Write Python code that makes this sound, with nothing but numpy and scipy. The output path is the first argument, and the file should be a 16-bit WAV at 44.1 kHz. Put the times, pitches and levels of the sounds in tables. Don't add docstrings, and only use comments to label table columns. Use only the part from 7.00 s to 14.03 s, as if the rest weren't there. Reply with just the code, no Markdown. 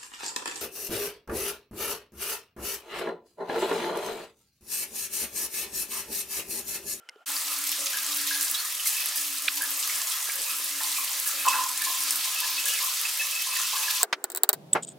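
import sys
import numpy as np
from scipy import signal
from scipy.io import wavfile
from scipy.ndimage import uniform_filter1d

SR = 44100
rng = np.random.default_rng(int(sys.argv[2]) if len(sys.argv) > 2 else 0)


def wav_out(sig):
    wavfile.write(sys.argv[1], SR, np.round(np.clip(np.atleast_2d(sig).T, -1, 1) * 32767).astype(np.int16))


def invert_db(x):
    u = np.asarray(x, float) / 20
    return 10 ** u


N = 310023

# (frequency [Hz], level per Hz [dB])
SPRAY_COLOUR = [(1060, -39), (1800, -11), (1940, -9), (2570, -2), (8750, 2), (14200, 0), (15300, -2),
                (15900, -6.5)]
# (frequency [Hz], width [Hz], level over the wash [dB])
STALL_RESONANCES = [(222, 25, 3), (265, 12, 8), (339, 14, 4), (552, 20, 5), (876, 20, 3), (1015, 22, 7),
                    (1055, 16, 6), (1188, 20, 2), (1641, 30, 4), (1712, 30, 3), (1752, 30, 3),
                    (2606, 20, 11)]


def evened(x):
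    return x / np.sqrt(np.mean(x ** 2) + 1e-20)


def read(points, hz):
    f, value = np.transpose(points)
    return np.interp(np.log(hz + 1), np.log(f + 1), value)


def humps(modes, hz):
    power = 1
    for f, width, db in modes:
        power = power + invert_db(db) ** 2 / (1 + (2 * (hz - f) / width) ** 2)
    return np.sqrt(power)


def add(mix, s, sound, pan_db):
    part = mix[:, round(s * SR):][:, :sound.shape[-1]]
    sides = invert_db(np.array([[pan_db / 2], [-pan_db / 2]]))
    part += (sound * sides)[:, :part.shape[1]]


def high_passed(x, order, hz):
    return signal.sosfilt(signal.butter(order, hz, "highpass", fs=SR, output="sos"), x)


def chance(frames, bins, time_size, hz_size):
    field = rng.standard_normal((frames, bins)).T
    field = uniform_filter1d(field, hz_size, 0)
    return evened(uniform_filter1d(field, time_size, 1))


def wide_noise(gain, size):
    # (frequency [Hz], correlation [0-1])
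    likeness = [(60, 0.96), (180, 0.99), (550, 0.9), (1650, 0.81), (4970, 0.69), (15000, 0.59)]
    # (frequency [Hz], left minus right [dB])
    balance = [(60, 0.0), (240, 0.0), (600, -1.2), (950, -0.8), (3770, -1.3), (15000, 1.2)]
    hz = np.fft.rfftfreq(size, 1 / SR)[:, None]
    a, b, c, d = rng.standard_normal(gain.shape[::-1] + (4,)).T
    same, lean = read(likeness, hz), invert_db(read(balance, hz) / 2)
    left = a + 1j * b
    right = same * left + np.sqrt(1 - same ** 2) * (c + 1j * d)
    z = np.array([left * lean, right / lean]) * gain
    return signal.istft(z, nperseg=size, noverlap=size * 3 // 4)[1][:, :N]


def burst(hz, turns, seed):
    t = np.arange(len(seed)) / SR
    ring = np.exp(-t * hz / turns) * np.sin(2 * np.pi * hz * t)
    pop = np.diff((1 - np.exp(-t * hz * 3)) * ring)
    rough = seed * (t / .0008) * np.exp(-t / 0.00078)
    x = np.convolve(rough, pop)[:len(seed)]
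    return x / abs(x).max()


def quiet_room(air_db=-60):
    # (frequency [Hz], level per Hz [dB])
    air_colour = [(59, -67), (100, -28), (719, -3), (1030, -8), (1360, -5.5), (1990, -10), (3040, -12),
                  (3680, -19), (6250, -22), (15900, -30)]
    # (frequency [Hz], width [Hz], level over the air [dB])
    air_whistles = [(1370, 40, 15.5), (3050, 70, 11), (450, 88, 4.2)]
    # (time [s], peak level [dB], frequency [Hz], ring t60 [s])
    handle_clicks = [(.089, -30, 2970, .011), (.0892, -37, 1500, .024), (.089, -31, 5100, .0036),
                     (.0891, -36, 8500, .003), (.089, -42, 900, .012), (.0905, -35, 2100, .034),
                     (.0945, -24, 5200, .003), (.0945, -33, 9100, .0026), (.0945, -34, 2800, .006),
                     (.158, -50, 1300, .012), (.159, -53, 3000, .012), (.159, -55, 5200, .005),
                     (.159, -43, 430, .045), (.158, -50, 800, .01)]
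    # (start [s], length [s], level [dB], from frequency [Hz], to frequency [Hz])
    squeak = (.192, .036, -61, 480, 760)
    hz = np.fft.rfftfreq(1024, 1 / SR)[:, None]
    patches = invert_db(2.0 * chance(60, 513, time_size=3, hz_size=12))
    gain = invert_db(read(air_colour, hz)) * humps(air_whistles, hz) * patches
    out = invert_db(air_db) * evened(wide_noise(gain, size=1024))

    t = np.arange(4000) / SR
    for s, db, f_hz, t60 in handle_clicks:
        onset = np.minimum(t * f_hz, 1)
        add(out, s, invert_db(db - 60 * t / t60) * onset * np.sin(2 * np.pi * f_hz * t), 0)

    s, length, db, from_hz, to_hz = squeak
    u = np.minimum(t / length, 1)
    turns = np.cumsum(from_hz + (to_hz - from_hz) * u ** .7) / SR
    add(out, s, invert_db(db) * np.sin(np.pi * u ** 1.5) * np.sin(2 * np.pi * turns), 0)
    return np.pad(out, ((0, 0), (0, N - out.shape[1])))


def hum_level(t, rise_db_per_s=350, fall_db_per_s=350, rest_db=-76):
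    # (start [s], hold [s], level [dB])
    hum_spells = [(0.284, 0.076, -57), (0.462, .06, -58), (.58, 0.16, -54.5), (0.795, .05, -55),
                  (.9, 0.15, -62.5), (1.094, 0.33, -52), (1.51, 0.026, -59), (1.62, 0.17, -68),
                  (1.98, .12, -66), (2.186, 0.19, -56.5), (2.44, .07, -59), (2.56, 0.045, -53.5),
                  (2.676, .08, -55.5), (2.82, 0.17, -64.5), (3.3, .12, -68), (3.52, .15, -60.5),
                  (3.72, 0.062, -55), (3.847, 0.19, -61.5), (4.15, 0.12, -65.5), (4.35, .09, -58.5),
                  (4.505, 0.13, -58), (4.693, 0.22, -61.5), (5.0, 0.19, -58), (5.38, .1, -67),
                  (5.516, 0.09, -60), (6.52, .28, -68)]
    coarse = t[::64]
    start, hold, db = np.transpose(hum_spells)[:, :, None]
    rising_db = rise_db_per_s * np.maximum(start - coarse, 0)
    falling_db = fall_db_per_s * np.maximum(coarse - start - hold, 0)
    spell_db = (db - rising_db - falling_db).max(0)
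    level = invert_db(np.maximum(spell_db, rest_db))
    return np.interp(t, coarse, uniform_filter1d(level, size=12))


def hum(note_hz=287, width_hz=4.4, wobble_db=1.1, rumble_db=-13):
    t = np.arange(N) / SR
    r = np.exp(-np.pi * width_hz / SR)
    wander = evened(signal.lfilter([1], [1, -r], rng.standard_normal(N)))
    wobble = uniform_filter1d(rng.standard_normal(N), size=1300)
    wobble = evened(uniform_filter1d(wobble, size=1300))
    side_phase = np.array([[.18], [-.18]])
    phase = 2 * np.pi * note_hz * t + 0.53 * wander + side_phase
    note = np.sqrt(2) * invert_db(wobble_db * wobble) * np.sin(phase)
    rumble = evened(signal.lfilter(*signal.iirpeak(101, 8, SR), rng.standard_normal(N)))
    level = hum_level(t)
    return level * note + invert_db(rumble_db) * np.sqrt(level * level.mean()) * rumble


def flow(t, surge_rise_s=0.014, wash_under_db=-10.5, wash_follows=0.85):
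    # (time [s], spray level [dB], drop size as coarse over fine [dB])
    water_flow = [(.3, -31, -4.5), (.75, -32.5, -4.5), (1.1, -32, -2), (1.45, -31, -5), (1.75, -33.5, -3.5),
                  (2.0, -32, -2), (2.25, -34.5, -1.5), (2.42, -35.5, -2.5), (2.9, -31, -5),
                  (3.55, -32.5, -4), (4.1, -32, -3), (4.4, -31.5, -4), (4.72, -33.5, -4), (5.0, -31.5, -2),
                  (5.55, -32.5, 0), (6.0, -31.5, -1), (6.5, -32.5, -1), (7.03, -32, 0)]
    # (time [s], swell [dB], fade [s], coarse share [0-1])
    surges = [(.71, 12, 0.045, 0.98), (.86, 4.5, .06, 1), (1.15, 8, 0.014, 0.3), (1.26, 6, 0.097, 1),
              (1.4, 3.5, 0.053, 0.5), (1.54, 0, 0.036, 1), (1.85, 11, 0.092, 0.44), (2.15, 6.5, 0.18, 0.1),
              (2.61, 5, 0.026, 0), (2.82, 5.5, 0.1, 1), (3.07, 3.5, 0.036, 0.5), (3.82, 4.5, 0.067, .3),
              (4.26, 7, 0.023, 0), (4.475, 10.5, 0.13, 0.76), (4.83, 6.5, 0.13, 0.7), (5.09, 3, 0.077, 0),
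              (5.65, 5.5, .15, 0.36), (6.17, -1.5, .05, 0.2), (6.549, 6, 0.16, 0.84)]
    s, level_db, coarse_db = np.transpose(water_flow)
    base_db, size_db = np.interp(t, s, level_db), np.interp(t, s, coarse_db)
    at, swell_db, fade_s, share = np.transpose(surges)[:, :, None]
    late = np.maximum(t - at, 0)
    swell = swell_db * np.minimum(late / surge_rise_s, 1) * np.exp(-late / fade_s)
    mist_db = base_db + (swell * (1 - share ** 2)).sum(0)
    spray_db = base_db + size_db + (swell * share).sum(0)
    usual_db = level_db.mean()
    wash_db = usual_db + wash_under_db + wash_follows * (base_db - usual_db)
    return mist_db, spray_db, wash_db


def wash(patchy_db=2.5, shake_follows=0.47, shake_hz=260):
    # (frequency [Hz], level per Hz [dB])
    wash_colour = [(30, -20), (60, -22), (100, -34), (175, -64), (215, -23), (400, -25.5), (500, -14.5),
                   (790, -9.5), (1000, -7.5), (1300, 2), (1500, -5.5), (2000, 0), (2600, -6.5), (4000, -27)]
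    frames, hz = N // 512 + 5, np.fft.rfftfreq(2048, 1 / SR)[:, None]
    s = np.arange(frames) * 512 / SR
    field = invert_db(patchy_db * chance(frames, 1025, time_size=6, hz_size=14))
    shake = hum_level(np.arange(frames * 512) / SR)[::512]
    field = field * (shake / shake.mean()) ** (shake_follows / (1 + (hz / shake_hz) ** 6))
    gain = invert_db(read(wash_colour, hz)) * humps(STALL_RESONANCES, hz) * field
    water = evened(wide_noise(gain, size=2048))
    return water * invert_db(np.interp(np.arange(N) / SR, s, flow(s)[2]))


def ringing_stall(size, ring_db=-21, ragged_db=2):
    t = np.arange(size) / SR
    echoes = rng.standard_normal((2, size))
    echoes[1] = .8 * echoes[0] + .6 * echoes[1]
    for hz, width, db in STALL_RESONANCES:
        waver = evened(uniform_filter1d(rng.standard_normal(size), size=1500))
        turns = hz * t + rng.random() + np.array([[0], [.09]]) * rng.normal()
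        echoes += invert_db(db + ring_db) * np.sin(2 * np.pi * turns + 0.94 * waver)
    return echoes * invert_db(ragged_db * chance(size, 1, time_size=700, hz_size=1))


def gulps(direct_db=25, bubble_s=0.0052, side_bubble_s=.002, splash_db=-12, splash_s=0.0012, rise=0.027,
          linger_db=-11, linger_times=2.3):
    # (time [s], peak level [dB], pitch [Hz], ring t60 [s])
    low_gulps = [
        (.784, -41, 583, 0.54),
        (3.34, -48, 540, 0.56),
        (4.339, -45, 590, .49),
        (4.89, -41.5, 690, 0.63),
        (5.643, -44.5, 502, 0.78),
    ]
    mid_gulps = [(1.25, -39.5, 1110, 1), (2.574, -37.5, 933, 0.56), (3.016, -37.5, 1090, 0.44),
                 (3.986, -28.5, 1100, 0.24), (4.297, -32.5, 1320, 0.33), (4.455, -21, 1020, 0.17),
                 (4.471, -13, 1030, 0.13), (4.494, -22, 1050, .15), (4.543, -24, 1000, 0.33),
                 (4.586, -22.5, 1010, 0.22), (4.655, -28, 993, 0.42), (4.868, -28.5, 1048, 0.55),
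                 (5.254, -36, 1000, 0.23), (5.416, -33, 974, .67), (5.809, -27, 1126, 0.39),
                 (6.466, -34.5, 1016, 0.8), (6.587, -34, 1075, 0.38), (6.732, -27, 1100, 0.5),
                 (7.01, -28.5, 1124, .33)]
    high_gulps = [(.9363, -28, 1620, 0.27), (1.311, -24, 1640, 0.26), (2.612, -28.5, 1600, 0.13),
                  (2.628, -32, 1680, 0.28), (3.0, -35, 1760, 0.24), (3.273, -33, 1620, 0.34),
                  (3.8036, -33.5, 1840, 0.4), (4.2573, -34.5, 1660, 0.39), (4.534, -28.5, 1650, 0.22),
                  (4.818, -29.5, 1720, 0.29), (5.425, -31, 1660, 0.32), (5.6622, -30, 1650, 0.44),
                  (6.211, -29, 1750, 0.23), (6.568, -30, 1840, 0.24), (6.8823, -24.5, 1680, 0.23)]
    top_gulps = [(1.965, -29, 2600, .2), (3.467, -32, 2510, .58), (3.967, -31, 2370, 0.25),
                 (4.3797, -31.5, 2500, 0.88), (4.4813, -23.5, 2610, 0.16), (4.5321, -25.5, 2630, 0.24),
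                 (5.361, -27, 2660, 0.3), (5.576, -26.5, 2610, 0.2), (5.69, -28, 2850, .15),
                 (5.721, -28, 2950, 0.16), (5.74, -32.5, 2620, 0.35), (6.05, -23.5, 2610, 0.079),
                 (6.1962, -22, 2570, 0.23), (6.327, -31.5, 2610, .2), (6.349, -28.5, 2610, 0.15),
                 (6.394, -34, 2630, 0.11), (6.52, -29, 2615, 0.38), (6.7313, -37, 2620, 0.39),
                 (6.831, -30, 2520, 0.22)]
    side_gulps = [(4.456, -26.5, 1300, 0.27), (4.527, -24.5, 1310, 0.38), (4.1, -37.5, 920, 0.41),
                  (3.81, -31.5, 930, 0.34), (4.5, -36, 940, .3), (1.546, -25, 3800, .12),
                  (1.575, -30, 4270, 0.23), (1.549, -25.5, 3300, 0.14), (1.556, -33, 5500, .2),
                  (4.53, -29, 1880, .25), (4.55, -31, 1470, 0.18), (2.45, -47, 650, 0.51),
                  (2.6, -47, 500, 0.94), (6.6, -31, 1350, 0.28), (6.76, -32, 1560, 0.32),
                  (4.8, -32, 2250, .25), (6.05, -29.5, 2300, .2), (5.529, -39, 2400, .06),
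                  (5.786, -27.5, 2100, 0.068), (3.39, -43, 450, .15), (2.9, -26, 2200, 0.12),
                  (3.6, -44, 470, .1), (6.4, -33, 3100, 0.4), (6, -35, 3400, 0.26),
                  (6.735, -31.5, 950, 0.81), (7.1, -43, 1270, .18), (.29, -38, 890, 0.97),
                  (3.12, -32, 3300, 0.36), (1.8, -27, 2900, 0.062), (3.3, -27, 2250, .05),
                  (6.5, -37, 2500, .15), (4.48, -25.5, 2960, 0.13), (1.985, -31.5, 2420, .2),
                  (1.862, -29, 2060, 0.068)]
    # (pitch [Hz], left minus right [dB])
    gulp_balance = [(600, 0.5), (1000, -0.5), (2600, -3)]
    size, out = 20000, np.zeros((2, N))
    t = np.arange(size) / SR
    short_t = t[:3000]
    echoes = ringing_stall(size)
    main = low_gulps + mid_gulps + high_gulps + top_gulps
    for k, (s, db, pitch_hz, t60) in enumerate(main + side_gulps):
        decay_db = -60 * t / t60
        decay = invert_db(decay_db) + invert_db(linger_db + decay_db / linger_times)
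        room = np.roll(echoes, rng.integers(size), axis=1) * decay
        room[:, 0] += invert_db(direct_db)

        u = short_t / (bubble_s if k < len(main) else side_bubble_s)
        v = short_t / splash_s
        shape = u * np.exp(-u * 2) + invert_db(splash_db) * v * np.exp(1 - v)
        bubble = shape * np.sin(2 * np.pi * pitch_hz * short_t * (1 - rise / 2 + rise * u / 2))
        x = signal.fftconvolve(room, bubble[None], axes=1)[:, :size]
        add(out, s - .003, invert_db(db) * x / abs(x.mean(0)).max(), read(gulp_balance, pitch_hz))
    return high_passed(out, 2, 350)


def smack(slap_s=0.0023, lean_db=-3, thump_db=-42, thump_s=.012):
    # (time [s], peak level [dB], frequency [Hz])
    slaps = [
        (2.4782, -24, 2800),
        (2.4797, -20, 2300),
        (2.4815, -13.5, 3600),
        (2.4814, -14, 2300),
        (2.4836, -13, 2600),
        (2.4845, -17, 1550),
        (2.4838, -21, 4100),
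    ]
    # (time [s], peak level [dB], frequency [Hz])
    knock = (3.2895, -30, 1100)
    out, t = np.zeros((2, N)), np.arange(2500) / SR
    for s, db, hz in slaps:
        swell = np.sin(np.pi * np.minimum(t / slap_s, 1))
        add(out, s, invert_db(db) * np.sin(2 * np.pi * hz * t) * swell, lean_db)
    out = high_passed(out, 4, 1250)
    s, db, hz = knock
    add(out, s, invert_db(db) * np.sin(2 * np.pi * np.minimum(hz * t, 1)), 0)
    push = np.sin(np.pi * np.minimum(t / thump_s, 1)) ** 2
    add(out, slaps[2][0], invert_db(thump_db) * push, 0)
    return out


def splats(spray_db=-17, spray_s=0.015, trim_db=-3.5):
    # (time [s], peak level [dB], centre frequency [Hz])
    large_splats = [(0.3177, -14.7, 8130.0), (0.3654, -16, 4700.0), (0.411, -18, 9690.0),
                    (0.5079, -22, 8780.0), (0.5295, -19, 10090.0), (0.563, -22, 6300.0),
                    (0.587, -17, 10360.0), (0.6392, -15, 8270.0), (0.6921, -14.2, 7760.0),
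                    (0.7165, -9.5, 12150.0), (0.7911, -17, 8870.0), (0.8591, -12.5, 6880.0),
                    (0.8681, -15, 4860), (0.9303, -18.2, 6300), (0.9711, -13, 10140.0),
                    (0.9859, -16, 4380.0), (1.0452, -14.5, 6270.0), (1.0645, -16, 9160.0),
                    (1.1205, -19, 11770.0), (1.1287, -16, 4400), (1.1459, -14, 11110.0),
                    (1.1694, -10, 12860.0), (1.2159, -19, 10460.0), (1.2723, -13.5, 9800),
                    (1.4097, -9.5, 8970.0), (1.4276, -10, 11440.0), (1.4991, -13, 10200.0),
                    (1.512, -7.5, 13680.0), (1.5459, -16, 4180.0), (1.5539, -25, 5790.0),
                    (1.6499, -22, 8670.0), (1.7236, -15, 11400), (1.75, -16, 9620.0),
                    (1.8563, -15.1, 8820.0), (1.872, -10.4, 9700.0), (1.892, -13, 8350.0),
                    (2.0471, -24, 7300.0), (2.0583, -10, 10990.0), (2.0726, -21, 6090.0),
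                    (2.0873, -18.3, 8610.0), (2.1576, -13, 10470.0), (2.1734, -17, 10450.0),
                    (2.2106, -19, 8450.0), (2.4208, -18, 10800.0), (2.4562, -17.5, 8650.0),
                    (2.6204, -10.2, 11440.0), (2.6376, -13.5, 9860.0), (2.7049, -13, 13070.0),
                    (2.7739, -14, 12010.0), (2.7839, -19.4, 11300.0), (2.8264, -11, 5770),
                    (2.875, -11.5, 11100), (2.9557, -15, 8000.0), (3.0164, -14, 6040.0),
                    (3.0714, -14, 6530.0), (3.0995, -13, 8720.0),
                    (3.2116, -16, 8050.0), (3.247, -21, 6550.0), (3.3192, -16.6, 8150.0),
                   (3.3554, -13, 11360.0), (3.4174, -14, 8690.0), (3.4834, -18.8, 7430.0),
                   (3.4963, -18.3, 11910.0), (3.5127, -16, 10970.0), (3.5574, -21, 8850.0),
                   (3.5843, -16.8, 9890.0), (3.6452, -14.5, 11180.0), (3.6578, -17, 10510.0),
                   (3.6922, -18, 8310.0), (3.8139, -18.9, 9290.0), (3.8335, -15, 8200.0),
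                   (3.9162, -15, 7980.0), (3.9572, -21, 8160.0), (4.0071, -16, 10850.0),
                   (4.0451, -15, 9640.0), (4.1078, -20.1, 7990.0), (4.1308, -16, 5840.0),
                   (4.1982, -12, 11570.0), (4.2741, -9, 10900), (4.288, -14.7, 10540.0),
                   (4.403, -20, 10740.0), (4.4181, -17.5, 12060.0), (4.485, -6, 7150.0),
                   (4.531, -17.1, 6640.0), (4.6378, -14, 7150), (4.6956, -25, 11380.0),
                   (4.7151, -18, 8300.0), (4.776, -11.5, 8750), (4.8194, -12, 9300.0),
                   (4.8406, -18, 12420.0), (5.0047, -14, 10230.0), (5.0357, -13.7, 12000),
                   (5.093, -14.2, 5510.0), (5.107, -6.5, 7800.0), (5.1566, -13, 10100.0),
                   (5.171, -15, 10720.0), (5.3453, -16, 11770.0), (5.4025, -10, 10860.0),
                   (5.5796, -21, 3440.0), (5.6553, -8.5, 8600), (5.684, -14.3, 10770.0),
                   (5.7373, -13.9, 7720.0), (5.8262, -16.0, 10820.0), (5.8457, -13.7, 10560.0),
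                   (5.86, -15.9, 10640.0), (6.0133, -11, 11650.0), (6.1731, -13, 11730.0),
                   (6.1889, -16.2, 11100), (6.3102, -14, 9860.0), (6.418, -27, 12220.0),
                   (6.571, -13, 10630.0), (6.908, -14, 7500)]
    out, t = np.zeros((2, N)), np.arange(2500) / SR
    rows = large_splats
    seeds = rng.standard_normal((len(rows), 2, 2500))
    for (s, db, hz), (seed, fizz) in zip(rows, seeds):
        pop = burst(hz, .8, seed[:400])
        grain = pop[:60] / np.linalg.norm(pop[:60])
        tail = np.convolve(fizz * np.exp(-t / spray_s), grain)[:2500]
        splat = np.pad(pop, (0, 2100)) + invert_db(spray_db) * tail
        add(out, s, invert_db(db + trim_db) * splat, seed[-1] - .4)
    return high_passed(out, 2, 600)


def drops(per_s=500, spread_db=6, level_db=-42, clumping=1.5):
    s = np.arange(0, N + 64, 64) / SR
    surge = invert_db(clumping * np.interp(np.arange(N) / SR, s, flow(s)[0]))
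    size = invert_db(spread_db * np.minimum(rng.exponential(1, N), 3.5))
    size = size * (rng.random(N) < per_s / SR * surge / surge.mean())
    kind, out = rng.integers(0, 24, N), np.zeros((2, N))
    for k, hz in enumerate(np.geomspace(1500, 13500, 24)):
        pop = evened(burst(hz, 0.75, rng.standard_normal(300)))
        pop = pop * invert_db(read(SPRAY_COLOUR, hz)) * np.sqrt(hz)
        add(out, 0, signal.oaconvolve(size * (kind == k), pop)[:N], 3 * rng.normal())
    return invert_db(level_db) * evened(out)


def band_share(gain, hz, lo_hz, hi_hz):
    inside = 1 / (1 + (lo_hz / (hz + 1)) ** 8) / (1 + (hz / hi_hz) ** 8)
    return inside / np.sum(gain ** 2 * inside)


def hiss(patchy_db=1.06, flicker_db=1.225, gust_db=0.28):
    frames, hz = N // 64 + 5, np.fft.rfftfreq(256, 1 / SR)[:, None]
    mist_db, coarse_db, _ = flow(np.arange(frames) * 64 / SR)
    colour = invert_db(read(SPRAY_COLOUR, hz))
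    mist, coarse = invert_db(mist_db) ** 2, invert_db(coarse_db) ** 2
    power = band_share(colour, hz, 6000, 21000) * mist + band_share(colour, hz, 2000, 6000) * coarse

    clumps = rng.exponential(1, (frames, 4)).T ** 2
    clumps = signal.lfilter([1], [1, -.7], uniform_filter1d(clumps, size=6))
    together = clumps.sum(0) - clumps.sum(0).mean()
    clumps = np.repeat(clumps - clumps.mean(), 33, 0)[:129] + 0.27 * together

    field_db = patchy_db * chance(frames, 129, time_size=40, hz_size=5)
    field_db = field_db + flicker_db * evened(clumps)
    field_db = field_db + gust_db * chance(frames, 129, time_size=35, hz_size=60)
    spray = wide_noise(colour * np.sqrt(power) * invert_db(field_db), size=256)
    return evened(spray) * np.sqrt(np.mean(mist + coarse))


def scene(change_s=.255):
    # (time [s], gain [ratio])
    fade = [
        (0, 1),
        (.228, 1),
        (.254, 0),
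        (.258, 0),
        (.263, .45),
        (.282, 1),
    ]
    t = np.arange(N) / SR
    shower = hum() + wash() + gulps() + smack() + splats() + drops() + hiss()
    return np.where(t < change_s, quiet_room(), shower) * np.interp(t, *np.transpose(fade))


def band_limit(x):
    return signal.sosfilt(signal.butter(12, 16500, fs=SR, output="sos"), x)


def record(dry):
    thin = high_passed(dry, 2, 220)
    edge = signal.firwin(1023, 15960, window=("kaiser", 9), fs=SR)
    mix = signal.oaconvolve(thin, edge[None], "same")
    return band_limit(mix)


dry = scene()
out = record(dry)
wav_out(out)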